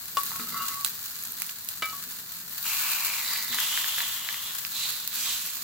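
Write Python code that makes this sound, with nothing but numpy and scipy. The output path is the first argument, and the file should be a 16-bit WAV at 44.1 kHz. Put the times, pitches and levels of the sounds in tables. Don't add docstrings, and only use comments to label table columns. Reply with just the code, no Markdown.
import sys
import numpy as np
from scipy import signal
from scipy.io import wavfile
from scipy.ndimage import uniform_filter1d

SR = 44100
rng = np.random.default_rng(int(sys.argv[2]) if len(sys.argv) > 2 else 0)


def rack_gain(trim_db):
    fader = np.asarray(trim_db, float)
    return 10 ** (fader / 20)


def wav_out(sig):
    wavfile.write(sys.argv[1], SR, np.round(np.clip(np.atleast_2d(sig).T, -1, 1) * 32767).astype(np.int16))


N = 248283

# t/s, level/dB, lean to the left/dB
FIZZ_LEVEL = [(0.0, -41, 3), (0.45, -40.5, 2), (0.72, -36.5, 0.5), (0.83, -40.5, 0.5), (0.95, -39.5, 2),
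              (1.6, -43.5, 2), (2.46, -43, 2), (2.63, -37.5, 3), (2.66, -32, 3.5), (2.81, -30, 2),
              (3.13, -33.5, 3), (3.46, -36.5, 0.5), (3.6, -33.5, 3.5), (4.1, -35, 3), (4.2, -38.5, 6),
              (4.75, -37.5, 1.5), (5.05, -39.5, 1.5), (5.62, -39, -1)]
# f/Hz, density/dB
FIZZ_COLOUR = [(400, -40), (860, -17.5), (1300, -10), (1550, -8), (2200, -13.5), (3200, -11), (4300, -3),
               (5400, -10), (7500, -5), (8600, -11.5), (9800, -9), (11500, -5.5), (14900, -0.5),
               (16500, -6.5)]
# start t/s, length/s, level/dB, lean/dB
FLARES = [(.15, 0.15, -37.5, 1), (.62, 0.025, -41, 3), (.848, 0.013, -37, -1), (1.05, 0.034, -44, -2),
          (1.18, .13, -45, 2), (1.38, 0.087, -40.5, 0), (1.65, 0.11, -44.5, 3), (1.8, 0.15, -45, 5),
          (1.96, 0.067, -43, 2), (2.09, 0.06, -42.5, -2), (2.28, 0.075, -44.5, 0), (2.49, .05, -46, 6),
          (3.25, 0.11, -39, 4), (3.72, 0.05, -45, 12), (4.84, 0.085, -39.5, -3), (5.1, 0.2, -36, -1.5),
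          (5.44, 0.035, -37.5, 1)]
FLARE_RISE, FLARE_FALL = 0.24, 0.96

# t/s, level/dB
DRONE_LEVEL = [(0.0, -56), (0.59, -49), (0.86, -56), (1.77, -57), (1.99, -54.5), (2.34, -56), (3.4, -55),
               (3.68, -57), (5.63, -55.5)]
# f/Hz, density/dB
BURNER_COLOUR = [(18, -68), (30, -27), (91, 8.5), (183, -9.5), (281, -29), (546, -7), (868, -7),
                 (1090, -1.5), (1200, -6), (1560, -48), (2640, -120)]
BURNER_DB = -63.5
# f/Hz, width/Hz, level/dB
PLATE_MODES = [(98, 55, -5.5), (134.9, 7.5, -1), (174.8, 30, 3.5), (227, 59, 2), (330, 92, -7),
               (446.4, 7.2, -7), (705, 9, -8.5)]
# t/s, peak/dB
KNOCKS = [
    (.396, -35.5),
    (.53, -42),
    (1.27, -49),
    (2.07, -46),
    (3.5, -40),
    (5.17, -49.5),
]
# f/Hz, level/dB, t60/s
KNOCK_MODES = [(142.2, -6, 0.56), (196, -6, 0.34), (238.8, 2.5, 0.43), (314, -7.5, 0.42), (440, -8, 0.56)]
# t/s, peak/dB
THUDS = [
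    (.17, -41),
    (1.823, -37.5),
]
# f/Hz, level/dB, t60/s
THUD_MODES = [(190, 1, .09), (314, 5, .07), (383, 4, 0.042)]

# t/s, peak/dB, bubble f/Hz, lean/dB, left lag/samples
SPITS = [(0.234, -11, 13600, -3, -3), (0.6855, -16, 6900, 7, -2), (0.7433, -17, 7400, -7, -4),
         (0.8474, -6.5, 9000, -10, 2), (1.2727, -20, 14600, -1, 3), (1.4203, -8.5, 8000, -2, 3),
         (1.6883, -9, 14500, 0, 10), (2.9001, -16, 11500, -3, 4), (3.3766, -15, 4500, -1, 0),
         (5.076, -11, 14500, 0, -3), (5.4217, -17, 7600, 2, -1)]
# t/s, peak/dB, bubble f/Hz, lean/dB
SPECKS = [(0.0577, -21, 13400, -5), (0.1541, -20, 14800, -5), (0.2574, -20, 11900, -4),
          (0.605, -20, 14800, 2), (0.8961, -21, 15200, 7), (1.0286, -24, 14600, 5), (1.1564, -24, 6900, 2),
          (1.2258, -23, 6900, -2), (1.2373, -19, 14800, 8), (1.2524, -23, 7200, -8),
          (1.3068, -22, 14800, 8), (1.3209, -18, 13100, -6), (1.341, -24, 15000, -1),
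          (1.4002, -19, 11400, -11), (1.4664, -19, 11000, -5), (1.4935, -22, 3000, -4),
          (1.5114, -26, 7100, -2), (1.6094, -25, 13800, 6), (1.6475, -24, 11700, -9),
          (1.8983, -24, 4700, 6), (1.9054, -23, 13400, -4), (1.9662, -24, 13800, 3),
          (2.0892, -24, 13400, 1), (2.4962, -26, 13300, 2), (2.5353, -24, 13800, 8),
          (2.6276, -18, 13600, 7), (5.4622, -19, 13600, -1)]
THUMP_DB = -26
SNAP_S, RING_S = 0.00008, 0.0003

# t/s, peak/dB
HELD_CLINKS = [(0.17, -14)]
# f/Hz, level/dB, t60/s
HELD_MODES = [(1118, -0.5, .12), (1280, -21, 0.13), (1430, -17, .06), (1880, -21, 0.04), (2780, -15, .04),
              (3450, -11, .035)]
# t/s, peak/dB
FREE_CLINKS = [
    (1.822, -12.5),
    (1.826, -15.5),
    (1.832, -20),
    (1.842, -22),
    (1.854, -26),
]
# f/Hz, level/dB, t60/s
FREE_MODES = [(1132, -6, .12), (1264, -3, .1), (1350, -6, .1), (1565, -1, .075), (1852, -9, .08),
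              (2060, -5, .09), (2300, -3, .17), (2575, -13, .09), (2940, -.5, .05), (3340, -9, .07),
              (3698, -13, .1), (3900, -10, .06), (4250, -13, .08), (4888, -12, .12)]
# f/Hz, level/dB, t60/s
FREE_TIP_MODES = [(1280, 0, .7), (2929, -12, .9)]
# t/s, peak/dB
LAST_CLINK = [(1.929, -35)]
# f/Hz, level/dB, t60/s
LAST_MODES = [(1128, 0, .17), (2930, -15, .3)]

# f/Hz, width/Hz, share locked to the slip
SCRAPE_RINGS = [(1124, 36, 2.4), (1300, 130, .7), (2040, 100, .5), (2800, 100, .5), (3850, 160, .2),
                (4710, 120, .2)]
# start t/s, length/s, level/dB, third ring/dB, fourth ring/dB
RASPS = [
    (.305, .015, -47, -18, -21),
    (.392, .025, -43, -13, -16),
    (.455, .045, -50, -8, -14),
    (.515, .06, -40, -10, -17),
    (.585, .043, -38.5, -16, -9),
    (.69, .045, -50, -2, -9),
]
# start t/s, length/s, level/dB
SQUEALS = [
    (.33, .085, -47),
    (.535, .1, -40),
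    (.64, .055, -46),
    (.7, .07, -47),
    (.765, .052, -40),
]
STROKE_RISE, STROKE_FALL_S, SQUEAL_FALL_S = 0.12, 0.043, 0.016
WAVER = 0.008
TOP_RINGS_DB = -11.5

# t/s, peak/dB, f/Hz, lean/dB,
# left lag/samples
POPS = [(0.3172, -27, 950, -1, 5), (0.8475, -17, 3900, 7, 1), (0.8487, -20, 3900, 5, 1),
        (0.8497, -21, 3900, 7, 1), (0.8476, -27, 1200, -4, 1), (1.4202, -17, 2400, -1, 3),
        (0.3584, -29, 1200.0, 3, 3), (0.3978, -30, 1200.0, 4, -1), (2.8713, -25, 2200.0, 6, 2),
        (3.0816, -24, 2100.0, 1, 1), (3.1378, -22, 2400.0, 3, 2), (3.3584, -21, 2100.0, -1, -1),
        (3.3618, -22, 2100, -2, 1), (3.5285, -22, 1700.0, -5, 1), (3.5857, -15, 1600.0, -1, 2),
        (3.7548, -19, 3600.0, -3, 2), (3.7754, -15, 1700.0, -4, 3), (3.844, -17, 1700.0, 2, 4),
        (3.923, -23, 2100.0, 3, -10), (3.983, -17, 1700.0, -2, 3), (4.0045, -16, 1900.0, -3, 2),
        (4.2888, -16, 1900.0, -2, 2), (4.3429, -22, 2000, 1, -1), (4.6499, -18, 2500, -4, 3),
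        (5.076, -20, 3800, -3, -4)]

# start t/s, length/s, level/dB, hollow f/Hz, lower pocket/dB
PUFFS = [(2.625, 0.063, -41, 4040, 7), (2.665, 0.091, -39.5, 4100, 20), (2.74, 0.18, -37.5, 3900, 9),
         (2.92, 0.22, -38.5, 3880, 12), (3.225, 0.041, -45, 4600, -21), (3.27, 0.092, -39.5, 4500, 0),
         (3.5, 0.047, -36, 3600, -4.5), (3.54, 0.097, -33, 3100, -8.5), (3.66, .13, -34, 3120, -10),
         (3.78, 0.23, -35, 3220, -10), (4.05, 0.23, -44, 3020, -5), (4.22, 0.17, -42.5, 3220, -7.5),
         (4.43, 0.054, -40.5, 3460, -15), (4.68, 0.17, -34.5, 3910, -18), (4.9, 0.083, -54, 3920, -24),
         (5.1, 0.041, -41.5, 3900, -11), (5.22, 0.095, -35.5, 3730, -12), (5.38, 0.089, -66, 4100, -24)]
PUFF_RISE, PUFF_FALL = 0.5, 1
# t/s, f/Hz
POCKET_PITCH = [(2.6, 2520), (3.0, 2450), (3.17, 2380), (3.22, 2000), (3.6, 1960), (5.63, 1950)]
# start t/s, length/s, level/dB
LEAKS = [
    (2.63, .07, -36.5),
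    (2.86, 0.042, -35),
    (3.08, 0.13, -39),
    (3.5, 0.17, -37),
    (4.76, 0.067, -38),
    (5.1, 0.19, -33.5),
    (5.4, 0.1, -43),
]
# f/Hz, density/dB
OPEN_HISS_COLOUR = [(500, -27.5), (1000, -32.5), (2500, -3.5), (4800, -6.5), (6200, -5), (7700, -1.5),
                    (8700, -11.5), (11000, -4), (16000, -31)]
OPEN_DB = -1.5
BOIL_DB, BOIL_PER_POCKET = -4.5, 0.82
# start t/s, length/s, level/dB, f/Hz, width/Hz
WHISTLES = [
    (3.225, .19, -43, 3950, 260),
    (3.47, .06, -41, 3760, 260),
    (5.2, .14, -45, 3220, 130),
    (5.15, .18, -43, 7600, 600),
    (5.16, .19, -41, 5700, 1400),
    (3.24, .16, -51, 3120, 220),
    (3.23, .18, -42, 4680, 350),
    (5.14, .17, -47, 4800, 16),
]
WHISTLE_RISE, WHISTLE_FALL = 0.25, 0.3
# t/s, peak/dB, hollow over pocket/dB, lean/dB
TICKS = [(2.6281, -26, 11, 4), (2.7712, -22, 5, -3), (2.933, -23, -4, -2), (2.9851, -22, -4, 3),
         (3.1006, -20, -5, 1), (3.1337, -23, 2, -1), (3.1828, -24, -2, 5), (3.1926, -25, 12, 0),
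         (3.1999, -28, 4, 2), (3.2127, -26, -3, 3), (3.2218, -29, 9, -5), (3.2268, -28, 4, 2),
         (3.2334, -26, -5, 5), (3.2475, -21, 7, -5), (3.2615, -20, 10, -4), (3.2733, -25, 2, -2),
         (3.2795, -22, 11, -8), (3.2849, -25, 6, -4), (3.2929, -22, 3, -1), (3.3061, -21, 0, -1),
         (3.3199, -22, 5, 0), (3.3267, -23, -1, 0), (3.3357, -25, -5, 1), (3.3513, -24, 7, -5),
         (3.3861, -22, 3, -6), (3.3933, -22, 4, -5), (3.4055, -22, 4, -3), (3.4107, -28, 2, -7),
         (3.4188, -27, 2, -5), (3.4265, -25, 4, -3), (3.4341, -28, -4, -2), (3.4431, -27, 1, -3),
         (3.4549, -26, -3, -1), (3.4618, -28, 2, -6), (3.48, -22, 6, -4), (3.4954, -25, 6, -2),
         (3.5058, -24, 8, -4), (3.5358, -21, 3, -7), (3.7258, -20, 8, -3), (3.8746, -23, 11, -4),
         (4.0327, -22, 4, -8), (4.038, -20, 14, -3), (4.2481, -26, 5, -4), (4.5074, -25, 12, -4),
         (4.5693, -31, 15, -5), (4.5944, -31, 2, 1)]
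TICK_DB, TICK_CYCLES = -3.2, 4

# f/Hz, t60/s
KITCHEN_DECAY = [(250, 0.26), (1000, 0.19), (4000, 0.19), (12000, 0.055)]
# f/Hz, left over right/dB
PORTS = [(60, -5), (110, -2), (200, -0.5), (380, -5), (700, 2), (1290, 3.5), (2380, 1), (4400, -4.5),
         (8120, -2), (15000, 1)]
EDGE_HZ = 15900


def unit_rms(x):
    return x / np.sqrt(np.mean(x ** 2) + 1e-20)


def read(points, hz):
    f, value = np.transpose(points)
    return np.interp(np.log(hz + 1), np.log(f + 1), value)


def curves(rows):
    s, *columns = np.transpose(rows)
    return [np.interp(np.arange(N) / SR, s, column) for column in columns]


def swells(rows, rise, fall=0., fall_s=0.):
    at = np.arange(0, N, 32)
    s, length, db, *columns = np.transpose(rows)[:, :, None]
    age = at / SR - s
    attack = np.clip(age / (rise * length), 0, 1) ** 2
    release = np.exp(-np.maximum(age - length, 0) / (fall * length + fall_s))
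    power = (rack_gain(db) * attack * release) ** 2 + 1e-16
    total = power.sum(0)
    values = [np.sqrt(total)] + [(power * column).sum(0) / total for column in columns]
    return [np.interp(np.arange(N), at, value) for value in values]


def colour(x, points):
    log_gain = read(points, abs(np.fft.fftfreq(4096, 1 / SR))).clip(-100) * np.log(10) / 20
    taps = np.fft.ifft(np.exp(np.conj(signal.hilbert(log_gain)))).real[:2048]
    return signal.oaconvolve(np.atleast_2d(x), taps[None], axes=1)[:, :N]


def resonate(x, hz, width):
    turn = np.exp(2j * np.pi * np.cumsum(hz * np.ones(N)) / SR)
    r = np.exp(-np.pi * width / SR)
    return 2 * (turn * signal.lfilter([1 - r], [1, -r], x / turn)).real


def highpass(x, order, hz):
    return signal.sosfilt(signal.butter(order, hz, "high", fs=SR, output="sos"), x)


def leaned(x, db):
    return x * rack_gain(np.array([db / 2, -db / 2]).reshape(2, -1))


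def bubbles(per_s, spread_db, clump_db, reach, count=17):
    kicks = rng.exponential(1, N) * (rng.random(N) < 90 / SR)
    clumps = signal.lfilter([1], [1, -np.exp(-1 / (0.0065 * SR))], kicks)
    size_db = spread_db * rng.exponential(1, N).clip(0, 5) + clump_db * clumps.clip(0, 4)
    size = rack_gain(size_db) * rng.choice([-1., 1.], N)
    size *= rng.random(N) < per_s / SR
    spot = rng.integers(0, count, N)
    lags = np.round(np.linspace(-reach, reach, count)).astype(int)
    other_port = sum(np.roll(size * (spot == k), lag) for k, lag in enumerate(lags))
    return np.array([size, other_port])


def add_burst(out, s, db, shape, lean_db, lag):
    pair = np.zeros((2, len(shape) + 20))
    for side in range(2):
        start = max(lag * (1 - 2 * side), 0)
        pair[side, start:start + len(shape)] += shape
    at = round(s * SR)
    out[:, at:at + pair.shape[1]] += leaned(pair, lean_db) * rack_gain(db) / abs(shape).max()


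def fizz():
    db, lean_db = curves(FIZZ_LEVEL)
    flare, flare_lean_db = swells(FLARES, FLARE_RISE, FLARE_FALL)
    power = rack_gain(2 * db) + flare ** 2
    lean_db = lean_db + (flare_lean_db - lean_db) * flare ** 2 / power
    grains = bubbles(per_s=9000, spread_db=3.0, clump_db=2.0, reach=8)
    crackle = unit_rms(colour(grains, FIZZ_COLOUR))
    return leaned(crackle * np.sqrt(power) * rack_gain(4.5), lean_db)


def drone():
    noise = rng.standard_normal((3, N))
    noise = noise[:2] * 0.5 + noise[2] * 0.83
    modes = 0
    for hz, width, db in PLATE_MODES:
        modes = modes + rack_gain(db) * unit_rms(resonate(resonate(noise, hz, width), hz, 3 * width))
    roar = rack_gain(BURNER_DB) * unit_rms(colour(noise, BURNER_COLOUR))
    hum = rack_gain(curves(DRONE_LEVEL)[0] - 4.0) * unit_rms(modes)
    knocks = clinks(KNOCKS, KNOCK_MODES, crack_db=-30)
    thuds = clinks(THUDS, THUD_MODES, crack_db=-31)
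    return roar + hum + knocks + thuds


def spits():
    t, out = np.arange(900) / SR, np.zeros((2, N))
    large = [(*row, SNAP_S) for row in SPITS]
    small = [(*row, rng.integers(-5, 6), RING_S) for row in SPECKS]
    for s, db, hz, lean_db, lag, ring_s in large + small:
        spray = rng.standard_normal(900) * (np.exp(-t / 0.0007) + 0.5 * np.exp(-t / 0.005))
        onset = 1 - np.exp(-(t + 1 / SR) / 0.00004)
        bubble = np.cos(2 * np.pi * hz * t) * np.exp(-t / ring_s) * onset
        thump = -np.sin(2 * np.pi * 2300 * t) * np.exp(-t / 0.0004)
        shape = bubble + 0.09 * np.diff(spray, prepend=0) + rack_gain(THUMP_DB) * thump
        add_burst(out, s, db + 1.5, shape, lean_db - read(PORTS, hz), lag)
    return out


def clinks(hits, modes, crack_db, stop_s=9.):
    t, out = np.arange(SR // 2) / SR, np.zeros((2, N))
    for s, db in hits:
        phases = rng.uniform(0, 0.53, (len(modes), 2, 1))
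        ring = 0
        for (hz, mode_db, t60), phase in zip(modes, phases):
            ring = ring + rack_gain(mode_db - 60 * t / t60) * np.sin(2 * np.pi * hz * t + phase)
        ring = ring / abs(ring).max()
        grip = np.exp(-np.maximum(s + t - stop_s, 0) / 0.0087)
        ring *= (1 - np.exp(-t / 0.00037)) * grip
        crack = signal.lfilter([0.3], [1, -0.7], rng.standard_normal(len(t))) * np.exp(-t / 0.0045)
        part = out[:, round(s * SR):][:, :len(t)]
        part += (rack_gain(db) * (ring + rack_gain(crack_db) * crack))[:, :part.shape[1]]
    return out


def tongs():
    held = clinks(HELD_CLINKS, HELD_MODES, crack_db=1.0, stop_s=0.23)
    free = clinks(FREE_CLINKS, FREE_MODES, crack_db=-8.0, stop_s=1.93)
    tip = clinks(FREE_CLINKS[:1], FREE_TIP_MODES, crack_db=-40, stop_s=1.932) * rack_gain(-18)
    caught = clinks(LAST_CLINK, LAST_MODES + HELD_MODES[1:4] + HELD_MODES[5:], crack_db=1.0)
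    return held + free + tip + caught


def scrape():
    slips, out = bubbles(per_s=4000, spread_db=3.5, clump_db=0.0, reach=2.1), 0
    rasp, third_db, fourth_db = swells(RASPS, STROKE_RISE, fall_s=STROKE_FALL_S)
    squeal, = swells(SQUEALS, STROKE_RISE, fall_s=SQUEAL_FALL_S)
    drift = unit_rms(uniform_filter1d(uniform_filter1d(slips[0], size=900), size=900))
    clock = np.cumsum(1 + WAVER * drift) / SR
    top = rasp * rack_gain(TOP_RINGS_DB)
    sizes = [squeal + rack_gain(-20) * rasp, rasp, rasp * rack_gain(third_db), rasp * rack_gain(fourth_db), top, top]
    for size, (hz, width, locked) in zip(sizes, SCRAPE_RINGS):
        ring = unit_rms(resonate(resonate(slips, hz, width), hz, 3 * width))
        out = out + size * unit_rms(ring + locked * np.sin(2 * np.pi * hz * clock))
    return out


def pops():
    t, out = np.arange(600) / SR, np.zeros((2, N))
    for s, db, hz, lean_db, lag in POPS:
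        dying = np.exp(-t * hz / 1.25) * (1 - np.exp(-t / 0.00005))
        overtone = 0.6 * np.cos(2 * np.pi * 2.1 * hz * t)
        shape = -(np.cos(2 * np.pi * hz * t) - overtone) * dying
        add_burst(out, s, db + 3, shape, lean_db - 1.5, lag)
    return highpass(out, 2, 800)


def steam():
    puff, hollow_hz, pocket_db = swells(PUFFS, PUFF_RISE, PUFF_FALL)
    pocket_hz, = curves(POCKET_PITCH)
    leak, = swells(LEAKS, PUFF_RISE, PUFF_FALL)
    grains = bubbles(per_s=6000, spread_db=1.5, clump_db=1.0, reach=3.2)
    hollow = unit_rms(resonate(resonate(grains, hollow_hz, 990), hollow_hz, 1030))
    pocket = unit_rms(resonate(resonate(grains, pocket_hz, 770), pocket_hz, 740))
    simmer = unit_rms(resonate(resonate(grains, 970, 360), 1420, 420))
    hiss = unit_rms(colour(grains[:, ::-1], OPEN_HISS_COLOUR))
    inside = hollow + rack_gain(pocket_db) * pocket + rack_gain(BOIL_DB + BOIL_PER_POCKET * pocket_db) * simmer
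    inside = inside / np.sqrt(1 + rack_gain(2 * pocket_db))
    whistle = 0
    for s, length, db, hz, width in WHISTLES:
        size, = swells([(s, length, db)], WHISTLE_RISE, WHISTLE_FALL)
        whistle = whistle + size * unit_rms(resonate(resonate(grains, hz, width), hz, 2 * width))
    return whistle + inside * puff + hiss * np.hypot(rack_gain(OPEN_DB) * puff, leak)


def ticks():
    t, out = np.arange(300) / SR, np.zeros((2, N))
    hollow_hz = swells(PUFFS, PUFF_RISE, PUFF_FALL)[1]
    pocket_hz, = curves(POCKET_PITCH)
    for s, db, over_db, lean_db in TICKS:
        at = round(s * SR)
        pocket, hollow = [-np.cos(2 * np.pi * hz * t) * np.exp(-t * hz / TICK_CYCLES)
                          for hz in (pocket_hz[at], hollow_hz[at])]
        shape = (pocket + rack_gain(over_db) * hollow) * (1 - np.exp(-t / 0.00006))
        add_burst(out, s, db + TICK_DB, shape, lean_db + 1, 1)
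    return out


def kitchen(x):
    taps = np.zeros((2, SR // 2))
    slots = np.arange(60, SR // 2 - 20, 20)
    at = slots + rng.integers(0, 20, (2, len(slots)))
    np.put_along_axis(taps, at, rng.choice([-1., 1.], at.shape), 1)
    hz, t, z = signal.stft(taps, SR, nperseg=128)
    t60 = read(KITCHEN_DECAY, hz).clip(0.02)[:, None]
    tail = signal.istft(z * rack_gain(-60 * t / t60), SR, nperseg=128)[1]
    return signal.fftconvolve(x.mean(0)[None], tail / np.linalg.norm(tail[0]), axes=1)[:, :N]


def scene():
    steady = fizz() + steam() + scrape()
    sudden = highpass(spits() + pops() + ticks(), 3, 620)
    sudden += highpass(tongs(), 2, 480)
    room = kitchen(rack_gain(-10.0) * steady + rack_gain(-9.5) * sudden)
    return steady + sudden + room + drone()


def top_cut(x):
    return signal.sosfilt(signal.butter(12, 17010, fs=SR, output="sos"), x)


def record(dry):
    left, right = ([(hz, db * side) for hz, db in PORTS] for side in (0.5, -0.5))
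    x = np.vstack([colour(dry[0], left), colour(dry[1], right)])
    band = signal.firwin(401, EDGE_HZ, window=("kaiser", 9), fs=SR)
    x = signal.oaconvolve(x, band[None], "same", axes=1)
    return top_cut(x)


dry = scene()
out = record(dry)
wav_out(out)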